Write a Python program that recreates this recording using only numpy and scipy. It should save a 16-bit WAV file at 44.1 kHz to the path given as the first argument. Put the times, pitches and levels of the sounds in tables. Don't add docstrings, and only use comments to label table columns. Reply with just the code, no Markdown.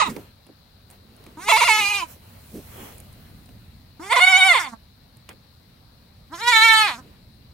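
import sys
import numpy as np
from scipy import signal
from scipy.fft import rfft, irfft, next_fast_len
from scipy.io import wavfile
from scipy.ndimage import uniform_filter1d, map_coordinates

SR = 44100
rng = np.random.default_rng(int(sys.argv[2]) if len(sys.argv) > 2 else 0)


def put_to_file(sound):
    columns = np.atleast_2d(sound).T
    safe = np.clip(columns, -1, 1)
    whole_steps = np.round(safe * 32767)
    wavfile.write(sys.argv[1], SR, whole_steps.astype(np.int16))


N = 332073
TOP_HZ = 15900


def amp(db):
    return 10 ** (np.asarray(db) / 20)


def unit(x):
    return x / np.sqrt(np.mean(x ** 2) + 1e-20)


def along(points, hz):
    f, v = np.transpose(points)
    return np.interp(np.log(hz + 1), np.log(f + 1), v)


def curves(rows, t):
    s, *cols = np.transpose(rows)
    return [np.interp(t, s, c) for c in cols]


def wobble(rate, size):
    points = rng.standard_normal(int(size * rate / SR) + 4)
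    return map_coordinates(points, [np.arange(size) * rate / SR])


def swells(s, length, db):
    t = np.arange(N) / SR
    return sum(amp(c) * np.exp(-((t - a) / b) ** 2) for a, b, c in zip(s, length, db))


def filtered(x, response):
    n = x.shape[-1]
    m = next_fast_len(n + 8192)
    return irfft(rfft(x, m) * response(np.fft.rfftfreq(m, 1 / SR)), m)[..., :n]


def band(c_hz, width_hz):
    return lambda f: 1j * f * width_hz / (c_hz * c_hz - f * f + 1j * f * width_hz)


def rush(spectrum, alike, left_db, patchy_db):
    z = signal.stft(rng.standard_normal((2, N)), nperseg=512)[2]
    field = rng.standard_normal(z.shape[1:])
    field = uniform_filter1d(uniform_filter1d(field, 6, 0), 10, 1)
    pair = signal.istft(z * amp(patchy_db * unit(field)), nperseg=512)[1][:, :N]
    turn = np.arccos(np.clip(alike, 0, 1)) / 2
    shaped = filtered(pair, lambda hz: amp(along(spectrum, hz)))
    mid, side = shaped * [[np.cos(turn)], [np.sin(turn)]]
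    both = np.array([mid + side, mid - side]) * amp([[left_db / 2], [-left_db / 2]])
    return both / np.std(both.mean(axis=0))


# (time [s], level [dB])
RUMBLE_LEVEL = [(0, -46.5), (.4, -56.5), (2.4, -49.5), (3.4, -46), (4.3, -54.5), (6.4, -52.5), (7.3, -50)]
# (frequency [Hz], density [dB per Hz])
RUMBLE_COLOUR = [(12, -42), (20, -11.5), (54, -0.5), (92, 2.5), (168, -5), (225, -6), (400, -23),
                 (520, -40), (880, -120)]


def far_rumble():
    level = amp(curves(RUMBLE_LEVEL, np.arange(N) / SR)[0])
    return level * rush(RUMBLE_COLOUR, .93, left_db=-1.0, patchy_db=-0.5)


# (frequency [Hz], density [dB per Hz])
INSECT_COLOUR = [(1940, -34), (3300, -20), (3390, -5), (4020, 6.5), (4450, 3), (5500, -7.5), (7150, -25.5),
                 (12100, -120)]


def insects():
    return amp(-64.5) * rush(INSECT_COLOUR, .05, left_db=19.0, patchy_db=0.5)


# (time [s], half length [s], rustle level [dB], hiss level [dB])
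STRAW_RUBS = [(.15, .1, -55, -56), (.93, 0.031, -62, -62.5), (1.27, 0.11, -66, -70.5),
              (2.11, 0.037, -55.5, -47), (2.3, 0.12, -67, -62), (2.55, .15, -72.5, -56),
              (2.82, 0.12, -50.5, -49), (3, 0.59, -66, -62.5), (5.31, 0.016, -49, -64.5),
              (7.1, .08, -66.5, -78.5)]
# (frequency [Hz], density [dB per Hz])
RUSTLE_COLOUR = [(240, -31.5), (400, -1.5), (470, 2), (1130, -3.5), (3400, -8), (4420, -43.5), (7480, -120)]
HISS_COLOUR = [(3180, -37.5), (5400, -8), (6830, -9), (9980, -5.5), (15900, -2.5)]


def straw():
    s, length, rustle_db, hiss_db = np.transpose(STRAW_RUBS)
    rustle_level = amp(-64) + swells(s, length, rustle_db)
    hiss_level = amp(-67) + swells(s, length, hiss_db)
    rustle = rustle_level * rush(RUSTLE_COLOUR, .15, left_db=1.5, patchy_db=1.5)
    hiss = hiss_level * rush(HISS_COLOUR, .05, left_db=-2.5, patchy_db=1.5)
    return rustle + hiss


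# (time [s], half length [s], level [dB])
PUSHES = [(0.096, 0.033, -34.5), (0.154, 0.083, -44), (1.327, 0.32, -54), (1.821, 0.041, -44),
          (2.566, 0.035, -37), (2.828, 0.1, -48), (3.3, 0.38, -67), (7.05, 0.095, -52.5)]
# (frequency [Hz], density [dB per Hz])
PUSH_COLOUR = [(100, -11.5), (220, 0), (450, -7.5), (900, -34.5)]


def wood_pushes():
    return swells(*np.transpose(PUSHES)) * rush(PUSH_COLOUR, 0.94, left_db=-1.5, patchy_db=-2.0)


def yard():
    return far_rumble() + insects() + straw() + wood_pushes()


# (time [s], knock level [dB], thud over knock [dB], crack over knock [dB])
CONTACTS = [(0.164, -32.5, 5, -9.5), (0.466, -48.5, -4, -4), (0.489, -58, 14.5, -13), (0.901, -46, -18, 3),
            (0.91, -53.5, -14, 10.5), (1.164, -63.5, -10, 11.5), (1.239, -45, -19, -6.5),
            (1.264, -39, -6, -12), (2.159, -51, 1, -10.5), (2.923, -47.5, -7, -2),
            (2.981, -58.5, -22, 18.5), (3.001, -50, -3, 11), (3.127, -59.5, -19, 11.5), (3.458, -55, -8, 6),
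            (3.49, -45.5, -4, -16.5), (5.169, -55, -10, 8), (5.29, -29, -18, -18), (5.295, -51.5, -7, 4),
            (5.329, -52.5, 5, -2.5)]


def ticks():
    out, t = np.zeros((2, N + SR)), np.arange(SR // 4) / SR
    onset = 1 - np.exp(-t / 0.0005)
    for s, db, thud_db, crack_db in CONTACTS:
        noise = rng.standard_normal((3, 2, len(t)))
        noise[:, 1] = .7 * (noise[:, 0] + noise[:, 1])
        knock = unit(filtered(noise[0], lambda f: band(950, 500)(f) + .5 * band(2300, 1500)(f)))
        crack = unit(filtered(noise[1], lambda f: band(9500, 5000)(f) ** 2))
        thud = unit(filtered(noise[2], lambda f: band(300, 250)(f) ** 2))
        hit = knock * amp(-60 * t / 0.021)
        hit = hit + crack * amp(crack_db - 60 * t / 0.022)
        hit = hit + thud * amp(thud_db - 60 * t / 0.13)
        start = round(s * SR)
        out[:, start:start + len(t)] += amp(db) * onset * hit * amp([[-1.5], [1.5]])
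    return out[:, :N]


# (frequency [Hz], time to fall 60 dB [s])
PLANK_DECAY = [(300, 0.044), (2000, 0.096), (10000, 0.04)]


def planks(x):
    hz, t, z = signal.stft(rng.standard_normal((2, SR // 4)), SR, nperseg=256)
    t60 = along(PLANK_DECAY, hz)[:, None]
    tail = signal.istft(z * amp(-60 * t / t60) / np.sqrt(t60), SR, nperseg=256)[1]
    tail = tail / np.linalg.norm(tail[0])
    late = np.pad(x, (120, 0))[None]
    return signal.fftconvolve(late, tail, axes=1)[:, :len(x)]


# (time [s], half length [s], pitch change [share], level change [dB])
QUAVER_MOMENTS = [(1.502, .015, 0.57, 3.5), (1.591, .02, 0.6, -1), (1.658, .024, 0.61, 0),
                  (1.791, 0.013, 0.034, 0.5), (4.147, 0.015, 0.43, -6.5), (4.259, 0.01, 0.037, -5.5),
                  (4.303, .022, .04, -0.5), (4.384, 0.021, .04, -1), (4.46, 0.025, .035, 2),
                  (6.338, 0.022, .12, 18.5), (6.605, .012, -.01, -2.5), (6.994, 0.015, 0.12, 10)]


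def quavered(pitch, effort_db, t):
    for s, length, change, db in QUAVER_MOMENTS:
        moment = np.exp(-np.abs((t - s) / length) ** 3)
        pitch, effort_db = pitch * (1 + change * moment), effort_db + db * moment
    return pitch, effort_db


def fold_pulses(pitch, phase, uneven):
    size = len(pitch)
    k = np.arange(1, 61)[:, None]
    soft = 1 / (1 + (k * pitch / 8000) ** 2) * (k * pitch < TOP_HZ)
    flutter = np.array([wobble(50, size=size) for _ in k])
    soft = soft * amp(4.5 * flutter * np.clip(k * pitch / 3000 - .5, .15, 1))
    pulses = np.sum(np.cos(k * phase - .12 * k ** 2) * soft, axis=0)
    pulses = pulses * (1 + uneven * 2 * np.cos(phase / 2))
    return pulses * amp(.8 * wobble(60, size=size)) * np.sqrt(pitch / 450)


def breathy_source(pitch, phase, uneven, breath):
    pulses = fold_pulses(pitch, phase, uneven)
    air = rng.standard_normal(len(pitch)) * (1 + .6 * np.cos(phase)) * np.sqrt(SR / 4 / 450)
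    rasp = .2 * filtered(air, lambda f: band(7500, 8500)(f) ** 2)
    return np.sqrt(1 - breath) * pulses + np.sqrt(breath) * .35 * air + rasp


def tract(source, throat, low_db, jaw):
    (low_hz, low_width, db), *upper = throat
    lowest = filtered(source, lambda f: band(low_hz, low_width)(f) * band(low_hz, 900)(f))
    out = amp(db + low_db) * lowest
    for step in range(5):
        shift = .98 + .035 * step

        def rings(f):
            total = 0
            for i, (c, w, db) in enumerate(upper):
                ring = band(c * shift, w)(f) * band(c * shift, 3 * w)(f) ** .5
                total = total + (-1) ** (i + 1) * amp(db) * ring
            return total

        share = np.clip(1 - np.abs(4 * np.clip(jaw, 0, 1) - step), 0, 1)
        out = out + share * filtered(source, rings)
    return out


# (centre [Hz], width [Hz], level [dB])
SLACK_THROAT = [(850, 540, 2.5), (1688, 1300, 1), (3025, 1000, -13), (9000, 12000, -4.5)]


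def slack_tract(source):
    def rings(f):
        return sum((-1) ** i * amp(db) * band(c, w)(f) for i, (c, w, db) in enumerate(SLACK_THROAT))
    return filtered(source, rings)


def lips(f):
    return (1j * f / 650 / (1 + 1j * f / 650)) ** 2 / (1 + 1j * f / 14000) ** 3


JAW_S = .04
HUM_SHUT, LOW_SHUT = 0.58, .2
HUM_WEAK = 0.91
SLACK_FROM_DB, SLACK_OVER_DB = -28, 10


def bleat(rows, throat, mouth, uneven, breath, t):
    pitch, effort_db, open_db = curves(rows, t)
    first, later, change_s, hum_db = mouth
    jaw = first + (later - first) * (1 + np.tanh((t - change_s) / JAW_S)) / 2
    pitch, effort_db = quavered(pitch, effort_db, t)
    loudest_db = effort_db.max()

    glide = np.abs(np.gradient(np.log(pitch), t))
    weak = np.clip((loudest_db - 14 - effort_db) / 25, 0, 1)
    breath = np.clip(breath + .0025 * glide + .35 * weak, 0, 1)
    pitch = pitch * (1 + (.003 + .02 * breath) * wobble(120, size=len(t)))
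    phase = 2 * np.pi * np.cumsum(pitch) / SR
    source = breathy_source(pitch, phase, uneven, breath)

    dull = filtered(source, lambda f: 1 / (1 + 1j * f / 1500) ** 3)
    source = amp(effort_db) * (dull + amp(open_db) * (source - dull))

    hum_level = effort_db + hum_db - HUM_SHUT * open_db
    hum_level = hum_level + HUM_WEAK * np.clip(loudest_db - effort_db, 0, 30)
    hum = amp(hum_level + 2.1 * wobble(30, size=len(t))) * np.sin(phase)

    slack = np.clip((SLACK_FROM_DB - effort_db) / SLACK_OVER_DB, 0, 1)
    firm = tract(source, throat, -LOW_SHUT * open_db, jaw)
    return filtered((1 - slack) * firm + slack * slack_tract(source), lips) + hum


# (time [s], pitch [Hz], effort [dB], mouth-open brightness [dB])
BLEAT_CURVES = [
    [(0, 664, -5, -5), (.024, 436.5, -18.5, 7.5), (.05, 383, -27, 4.5), (.075, 313.6, -18.5, -5.5),
     (.115, 245, -49, -3), (.14, 230, -75, -8)],
    [(1.362, 282.4, -82.5, -14), (1.372, 299.6, -31.5, -19.5), (1.41, 352.4, -31.5, -7.5),
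     (1.44, 393, -41.5, 1), (1.495, 437.2, -4.5, -10.5), (1.7, 438.6, -11, -3.5), (1.76, 428, -21, 4.5),
     (1.85, 402.8, -24.5, 4), (1.91, 412.4, -26, 4.5), (1.975, 403, -27, 4), (2.03, 335, -16.5, -12.5),
     (2.08, 290, -69, -4)],
    [(3.99, 272.6, -71, -22.5), (3.998, 295.5, -36, -20.5), (4.04, 377.9, -31, -7),
     (4.09, 410.7, -33.5, -5.5), (4.125, 494.5, -8.5, -6.5), (4.19, 493, -7.5, -10),
     (4.205, 705, -18.5, -1), (4.23, 733, -17.5, 3), (4.48, 742.3, -20.5, 3.5), (4.53, 663, -17.5, -1),
     (4.555, 516, -9.5, -8.5), (4.6, 360, -35, 7.5), (4.675, 256.3, -26.5, -10), (4.715, 230.4, -47.5, -9),
     (4.735, 227.6, -31, -20), (4.77, 227, -74.5, -22)],
    [(6.3, 255, -53.5, -28), (6.37, 334.3, -41.5, -3), (6.425, 466.3, -25, -8.5), (6.455, 474, -24.5, -6),
     (6.48, 485.5, -11.5, -5.5), (6.51, 493.3, -15, -5), (6.532, 449.4, -22.5, 3),
     (6.605, 440.5, -16, -1.5), (6.645, 456.7, -17, 1), (6.7, 446, -19, 1.5), (6.82, 432.1, -18.5, 0.5),
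     (6.835, 423, -23, 0.5), (6.865, 405.2, -20.5, -3), (6.915, 250.4, -24, -8.5), (6.96, 227, -33.5, -10),
     (7.04, 239.5, -64, -22)],
]
# (centre [Hz], width [Hz], level [dB])
BLEAT_THROATS = [
    [(956, 440, -2.5), (1980, 90, -12), (2600, 250, -10), (3740, 170, -7.5), (6300, 3300, -25),
     (9130, 900, -23.5)],
    [(975.5, 94, 6.5), (2268, 188, 4), (2789, 95, 0.5), (3800, 1200, -12.5), (5380, 1500, -14),
     (9000, 9300, -14.5)],
    [(930, 236, 6), (2116, 170, 7), (3020, 360, -5.5), (3520, 150, -0.5), (4240, 250, -9.5),
     (8880, 3200, -13.5)],
    [(983, 343, 3.5), (1810, 450, -0.5), (2250, 130, 9), (3090, 690, -3.5), (3915, 376, -1.5),
     (8640, 6500, -12.5)],
]
# (jaw drop at first [0-1], later [0-1], time of change [s], basic nasal hum over effort [dB])
JAW_MOVES = [(0.33, 0.14, 0.062, -43.5), (.1, 0.8, 1.81, -45), (.2, .05, 6.8, -37.5),
             (0.3, 0.7, 6.75, -40.5)]
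ROUGHNESS = [(0, .1), (.02, .02), (.07, .07), (0, .008)]
# (left delay [ms], left level [dB], right delay [ms], right level [dB])
BAR_ECHOES = [(0.436, 3, .9, 24), (0.62, -20.5, .3, -11.5), (0.55, -10.5, 0.877, -46.5),
              (0.18, -7, 0.6, -16)]
# (frequency [Hz], left minus right [dB])
PORT_DIFFERENCE = [(60, -1.5), (100, -3.5), (180, -1), (310, -1), (550, -2), (950, -5), (1650, -8),
                   (2860, 0.5), (4970, 8), (8640, -4.5), (15000, -12)]


def goat():
    out = np.zeros((2, N + SR))
    half = np.array([[.5], [-.5]])
    for rows, throat, mouth, rough, bar in zip(BLEAT_CURVES, BLEAT_THROATS, JAW_MOVES, ROUGHNESS, BAR_ECHOES):
        start_s, end_s = rows[0][0], rows[-1][0]
        a = round(max(start_s, 0) * SR)
        t = np.arange(a, round(end_s * SR) + SR // 4) / SR
        voice = bleat(rows, throat, mouth, *rough, t) * (t < end_s)
        ms, db = np.reshape(bar, (2, 2, 1)).transpose(1, 0, 2)
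        echo = amp(np.minimum(db, 0))
        near = filtered(voice, lambda hz: 1 + echo * np.exp(-2j * np.pi * hz * ms / 1000))
        out[:, a:a + len(t)] += near + amp(-5) * planks(voice)

    def ports(hz):
        lead = np.exp(2j * np.pi * hz * half * .00003)
        return amp(along(PORT_DIFFERENCE, hz) * half) * lead

    return filtered(out[:, :N], ports)


def scene():
    return yard() + ticks() + goat()


def record(dry):
    rounded = dry / (1 + np.abs(dry / .97) ** 8) ** (1 / 8)
    return filtered(rounded, lambda hz: hz < TOP_HZ)


dry = scene()
out = record(dry)
put_to_file(out)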